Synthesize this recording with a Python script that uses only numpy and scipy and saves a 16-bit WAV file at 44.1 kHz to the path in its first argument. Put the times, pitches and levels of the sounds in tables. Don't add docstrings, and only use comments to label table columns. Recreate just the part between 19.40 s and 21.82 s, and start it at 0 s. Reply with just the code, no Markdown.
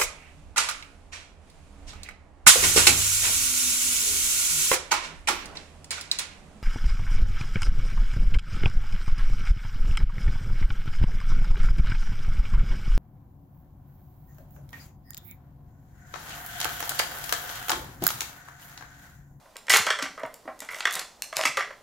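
import sys
import numpy as np
from scipy import signal
from scipy.fft import rfft, irfft
from scipy.io import wavfile
from scipy.ndimage import uniform_filter1d

SR = 44100
rng = np.random.default_rng(int(sys.argv[2]) if len(sys.argv) > 2 else 0)


def wav_record(signal):
    frames = np.transpose(np.atleast_2d(signal))
    bounded = np.clip(frames, -1, 1)
    quanta = np.round(bounded * 32767).astype(np.int16)
    wavfile.write(sys.argv[1], SR, quanta)


def rack_gain(trim_db):
    fader = np.asarray(trim_db, float)
    return 10 ** (fader / 20)


N = 106766


def at_hz(points, hz):
    points_hz, values = np.array(points).T
    return np.interp(np.log(np.maximum(hz, 1)), np.log(points_hz), values)


# (frequency [Hz], level [dB])
HUSH_SPECTRUM = [(12, -1.5), (45, -1), (75, -8.5), (210, -6), (400, -9), (620, -1.5), (1290, -9.5),
                 (2460, -17.5), (5080, -17.5), (16000, -26.5)]


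def floor():
    level_db, side_db = -57.5, -8
    hz = np.arange(N // 2 + 1) * SR / N
    mid_side_shape = np.array([1 + 0 * hz, hz / (hz + 40)])
    hush = irfft(rfft(rng.standard_normal((2, N))) * rack_gain(at_hz(HUSH_SPECTRUM, hz)) * mid_side_shape, N)
    return hush / hush[0].std() * rack_gain(level_db + np.array([[0], [side_db]]))


# (frequency [Hz], t60 [s])
ROOM_T60 = [(150, 1), (600, 0.33), (2000, 0.3255), (6000, 0.4649), (14000, 0.22)]
# (frequency [Hz], level [dB])
ROOM_LEVEL = [(150, -13.5), (600, -2.5), (2000, -3.5), (6000, -5.5), (14000, -7)]
# (frequency [Hz], level [dB])
ROOM_SIDE = [(60, -21), (180, -5.5), (550, -15.5), (1650, -18), (4970, -11.5), (9000, -2.5), (15000, -9)]
# (delay [s], level [dB])
ECHOES = [(.0143, -19.5), (.0161, -18), (.0201, -13.5), (.0228, -18)]


def room(near):
    gap_s, rise_s = 0.0031, 0.0042
    t = np.arange(SR // 2) / SR
    edges = 60 * 2 ** np.arange(0, 8.3, .5)
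    white = rng.standard_normal((2, 2, len(t)))
    early, answer = np.zeros((2, len(t))), np.zeros((2, len(t)))
    for k, (s, db) in enumerate(ECHOES):
        early[:, int(s * SR)] = rack_gain(db) * np.array([1, .5 * (-1) ** k])
    onset = np.clip((t - gap_s) / rise_s, 0, 1)
    for k, (low, high) in enumerate(zip(edges, edges[1:])):
        hz = np.sqrt(low * high)
        t60 = at_hz(ROOM_T60, hz)
        fade = rack_gain(-60 * t / t60) * onset * np.sqrt(14 / t60 / SR)
        band_pass = signal.butter(2, [low, high], "band", fs=SR, output="sos")
        band = signal.sosfilt(band_pass, white[k % 2] * fade + early * (-1) ** k)
        answer += band * rack_gain(at_hz(ROOM_LEVEL, hz) + np.array([[0], [at_hz(ROOM_SIDE, hz)]]))
    return signal.fftconvolve(near[None], answer)[:, :N]


# (time [s], peak level [dB], pitch [Hz])
THUMPS = [(.3, -38, 102), (0.4, -35.5, 103), (0.391, -35.5, 202), (0.472, -45, 198), (1.559, -44, 196),
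          (.624, -27, 271), (0.629, -41.5, 156), (.833, -34, 267), (0.842, -41.5, 132), (1.054, -37.5, 326),
          (1.079, -36.5, 255), (1.218, -42, 259), (1.969, -42.5, 119), (2.052, -31, 272), (2.09, -41, 150),
          (2.17, -44.5, 121), (.7, -44.5, 190)]


def thumps():
    trim_db, t60_s, rise_s = -1.5, 0.09, 0.003
    out, t = np.zeros(N + SR), np.arange(SR // 4) / SR
    for s, db, hz in THUMPS:
        wobble = uniform_filter1d(rng.standard_normal(len(t)), size=400) * 20
        envelope = rack_gain(db + trim_db - 60 * t / t60_s) * (1 - np.exp(-t / rise_s))
        start = int(s * SR)
        out[start:start + len(t)] += envelope * np.sin(2 * np.pi * hz * t + 0.49 * wobble)
    return out[:N]


def ring(clicks, hz, t60):
    r, w = rack_gain(-60 / (max(t60, .001) * SR)), 2 * np.pi * hz / SR
    return signal.lfilter([0, np.sin(w)], [1, -2 * r * np.cos(w), r * r], clicks + 1e-18)


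def twin(clicks, hz, t60):
    t60 = min(t60, .05)
    return ring(clicks[0], hz, t60) + 0.54 * ring(clicks[1], hz * 1.03, t60 * 0.5)


def rub(modes, strokes, contacts_per_s, centre_hz):
    release_s, grain_db = 0.0037, 3.5
    t, out = np.arange(N) / SR, np.zeros(N)
    shapes = np.array([(t >= s) * np.exp(-np.maximum(t - s - d, 0) / release_s) for s, d, *_ in strokes])
    db, low_tilt, high_tilt = np.array(strokes)[:, [2, 3, -1]].T
    born = rng.random(N) < contacts_per_s / SR
    size = rack_gain(grain_db * np.minimum(rng.exponential(1, N), 4)) * born
    for hz, level_db, t60 in modes:
        tilt = high_tilt if hz > centre_hz else low_tilt
        gain = rack_gain(db + level_db + tilt * np.log2(hz / centre_hz)) @ shapes
        out += twin(gain * size * rng.standard_normal((2, N)), hz, t60)
    return out * 0.25


# (frequency [Hz], level [dB], t60 [s])
SHEET = [(1796, -13.5, 0.0034), (2700, -9, 0.0039), (3987, -2.5, 0.0031), (4880, -1, 0.0026),
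         (5640, -4.5, 0.0016), (6820, 2, 0.0025), (8694, 0, 0.002), (10250, 0, 0.0012),
         (12650, -4, 0.00096)]
# (start [s], length [s], level [dB], tilt [dB per octave])
CRINKLES = [
    (0.2953, 0.075, -16, 0),
    (2.167, 0.007, -35.5, 2),
    (1.203, 0.095, -52, 0),
    (1.306, 0.1, -46, 5),
    (1.499, 0.13, -36.5, -14),
    (1.956, 0.12, -32, -6),
]


def crinkles():
    return rub(SHEET, CRINKLES, 1600, 4200)


# (frequency [Hz], level [dB], t60 [s])
SHELL = [(385, -31, 0.028), (597, -12, 0.025), (734, -20.5, 0.033), (992, -11, 0.039), (1140, -10, 0.031),
         (1374, -5.5, 0.022), (1562, -10, 0.077), (1926, -1, 0.021), (2194, -4, 0.016), (2824, -9.5, 0.014),
         (3260, -5, 0.011), (4330, -13, 0.012), (5570, -3.5, 0.0039), (7670, -11, 0.006)]
# (start [s], length [s], level [dB],
#   tilt below the centre [dB per octave], tilt above it [dB per octave])
SCRAPES = [(0.2969, 0.006, -14.5, 2, 5), (0.311, 0.064, -20.5, 5, 2), (0.337, 0.0099, -20, 6, 0.5),
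           (0.475, 0.016, -28, -3, 1.5), (0.501, 0.011, -26, 0, 3.5), (0.521, 0.046, -36.5, 6, 1.5),
           (0.594, 0.076, -36.5, -2.5, 2.5), (0.774, 0.049, -46, -6, -26), (1.29, 0.036, -44.5, -3, 0),
           (1.33, 0.22, -47, 1.5, 4.5), (1.548, 0.055, -41, -4.5, 1), (1.968, 0.04, -36.5, -7, -20),
           (2.059, 0.027, -38, 6, 11.5), (2.188, 0.038, -31.5, 7, -4.5)]


def scrapes():
    return rub(SHELL, SCRAPES, 1800, 2240)


# (time [s], level [dB], frequency [Hz])
RINGS = [(.3035, -11.5, 2000), (.345, -25, 423), (.778, -33.5, 1263), (1.968, -22.5, 4100),
         (.834, -31, 651), (1.078, -34, 768), (2.178, -29.5, 411), (.3365, -11.5, 3100),
         (.339, -11.5, 1983), (.361, -14, 2080), (.468, -26, 582), (.475, -18, 1536), (.505, -17, 3225),
         (.508, -26, 1970), (1.289, -36, 2100), (1.312, -30.5, 2100), (1.3455, -35, 2020),
         (1.406, -33.5, 2350), (1.454, -16.5, 1233), (1.456, -19.5, 1930), (1.454, -20.5, 3420),
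         (1.204, -35, 1950), (1.822, -32.5, 4070), (1.823, -34, 2645), (1.99, -23.5, 623),
         (2.002, -26.5, 607), (2.056, -17, 2610), (2.054, -16.5, 2255), (2.068, -23.5, 2700),
         (2.075, -24, 2390), (2.176, -16.5, 1189), (2.177, -26, 547), (2.19, -23, 1860), (2.306, -35, 600)]


def rings():
    out = np.zeros(N)
    for s, db, hz in RINGS:
        click = np.zeros(N)
        click[int(s * SR)] = rack_gain(db)
        out += ring(click, hz, .05 * (hz / 1000) ** -.5)
    return out


def strike(modes, s, db, chatter_s, centre_hz, colour):
    spread_db, grip_detune, first_touch = 1.5, .035, 0.54
    t, out = np.arange(int(.1 * SR)) / SR, np.zeros(N + SR)
    half = len(t) // 2
    lasts = np.clip(chatter_s, .0002, .02)[:, None]
    fall = np.exp(-t / lasts) - np.exp(-t / (0.11 * lasts))
    fall /= np.sqrt(np.sum(fall ** 2, axis=1, keepdims=True))
    click = np.eye(1, len(t))[[0, 0]]
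    for k, (hz, level_db, t60) in enumerate(modes):
        spread = spread_db * rng.standard_normal(len(s))
        gain = rack_gain(db + level_db + colour(np.log2(hz / centre_hz)) + spread)
        for e, start in enumerate((s * SR).astype(int)):
            held_hz = hz * (1 + grip_detune * np.clip(rng.standard_normal(), -2, 2))
            push = np.zeros((2, len(t)))
            push[:, :half] = fall[e, :half] * rng.standard_normal((2, half))
            push[:, 4] += first_touch * (-1) ** k
            rung, plain = twin(push, held_hz, t60), twin(click, held_hz, t60)
            out[start:start + len(t)] += gain[e] * rung * np.linalg.norm(plain) / np.linalg.norm(rung)
    return out[:N]


# (time [s], peak level [dB], tilt [dB per octave], chatter [s])
SNAPS = [(0.167, -22, 0.5, 0.0015), (0.2985, -12, 8, 0.0022), (0.3055, -9, 1, 0.001),
         (0.3285, -11, -6, 0.001), (0.338, -8, -11, 0.0015), (0.349, -9, -6, 0.00089),
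         (0.362, -10, -14, 0.001), (0.32, -9, 6, 0.0023), (0.365, -23, 8, 0.001), (0.371, -8, 16, 0.00084),
         (0.797, -38.5, 1, 0.0024), (1.248, -35, 10, 0.0015), (0.6246, -16.5, -7, 0.005),
         (0.8628, -38.5, 9, 0.0013), (0.941, -26, 5.5, 0.0022), (1.1909, -31.5, 1, 0.0035),
         (1.204, -20, 5.5, 0.0015), (1.3159, -32, 10, 0.0011), (1.4057, -23, -12.5, 0.0028),
         (1.508, -20, 0, 0.0031), (1.525, -19, 9, 0.0031), (1.5352, -16.5, 9, 0.003),
         (1.5406, -16, -1, 0.0024), (1.5536, -12, 6, 0.0023), (1.5934, -12.5, 1, 0.0034),
         (1.679, -51, -3, 0.0017), (1.8214, -10.5, 1.5, 0.0008), (1.9375, -35, 2, 0.0012),
         (1.968, -3.5, -3, 0.00098), (2.012, -15.5, -9.5, 0.0011), (2.0377, -24, -15, 0.00067),
         (2.054, -15, -2, 0.0016), (2.0594, -11, -4.5, 0.00064), (2.1717, -20.5, -10, 0.00089),
         (2.1949, -23, -7, 0.001)]


def snaps():
    s, db, tilt, chatter_s = np.transpose(SNAPS)
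    return strike(SHEET, s, db - 7.5, chatter_s, 7300, lambda octaves: tilt * octaves)


# (time [s], peak level [dB], hollow low modes [dB per octave],
#   hard high modes [dB per octave], chatter [s])
KNOCKS = [(0.057, -43, 12, -10, 0.0044), (0.157, -26.5, 6.5, -3, 0.0014), (0.268, -35, -6, 7, 0.0036),
          (0.2822, -13.5, -4, -5, 0.0044), (0.466, -4.5, 0, 0, 0.0051), (0.505, -3.5, -14, -0.5, 0.0052),
          (0.5875, -13.5, 2.5, -0.5, 0.0068), (0.623, -14.5, 2.5, 2, 0.0049), (0.777, -30.5, 14, -1, 0.002),
          (0.833, -22, 15.5, -2.5, 0.0045), (0.852, -21, 1, -17, 0.0036), (1.054, -40, 19, -18, 0.0041),
          (1.077, -19.5, 10.5, -42, 0.012), (1.219, -25.5, 8, 2, 0.021), (1.288, -19, -2, -4.5, 0.0053),
          (1.322, -34, -7, 3, 0.0012), (1.332, -23, 3, -4, 0.0022), (1.345, -21, -0.5, 2.5, 0.0013),
          (1.362, -31, 13, -3, 0.004), (1.386, -27.5, 0, 3.5, 0.0023), (1.406, -25.5, -10, 2.5, 0.0015),
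          (1.454, -1, -7.5, -0.8, 0.0029), (1.47, -6.5, -7, -2.5, 0.0089), (1.927, -19, 7.5, -1, 0.0041),
          (2.011, -36, -4, -8, 0.0046), (2.053, -5.5, 0, 3, 0.0039), (2.035, -17, -8, 4.5, 0.003),
          (2.074, -20.5, -8, 6.5, 0.0023), (2.1706, -8.5, 3, 0.5, 0.011), (2.207, -12, 1.5, -4, 0.0026),
          (2.306, -23.5, 6, -16, 0.0032)]


def knocks():
    trim_db, crack_db = -11.5, -10.5
    s, db, low_db, high_db, chatter_s = np.transpose(KNOCKS)

    def colour(octaves):
        return low_db * min(max(-octaves, 0), 1.3) + high_db * max(octaves - .3, 0)

    body = strike(SHELL, s, db + trim_db, chatter_s, 1650, colour)
    crack_level = db + trim_db + crack_db + 2 * high_db
    return body + strike(SHEET[2:], s, crack_level, chatter_s, 7000, lambda octaves: 0)


def scene():
    direct_side_db, pan_db = -15, -.5
    small = rings() + knocks() + snaps() + scrapes() + crinkles()
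    small_body = signal.butter(4, 396, "high", fs=SR, output="sos")
    near = signal.sosfilt(small_body, small) + thumps()
    mid, side = room(near) + floor()
    treble = signal.butter(2, [5500, 11000], "band", fs=SR, output="sos")
    side = side + rack_gain(direct_side_db) * signal.sosfilt(treble, np.roll(near, 1))
    mid = mid + near
    return np.array([mid + side, mid - side]) * rack_gain(np.array([[pan_db], [-pan_db]]))


def band_limit(x):
    return signal.sosfilt(signal.butter(12, 16830, fs=SR, output="sos"), x)


def record(dry):
    ceiling = .62
    rounded = ceiling * np.tanh(dry / ceiling)
    top_cut = signal.cheby2(10, 60, 16800, fs=SR, output="sos")
    return band_limit(signal.sosfilt(top_cut, rounded))


dry = scene()
out = record(dry)
wav_record(out)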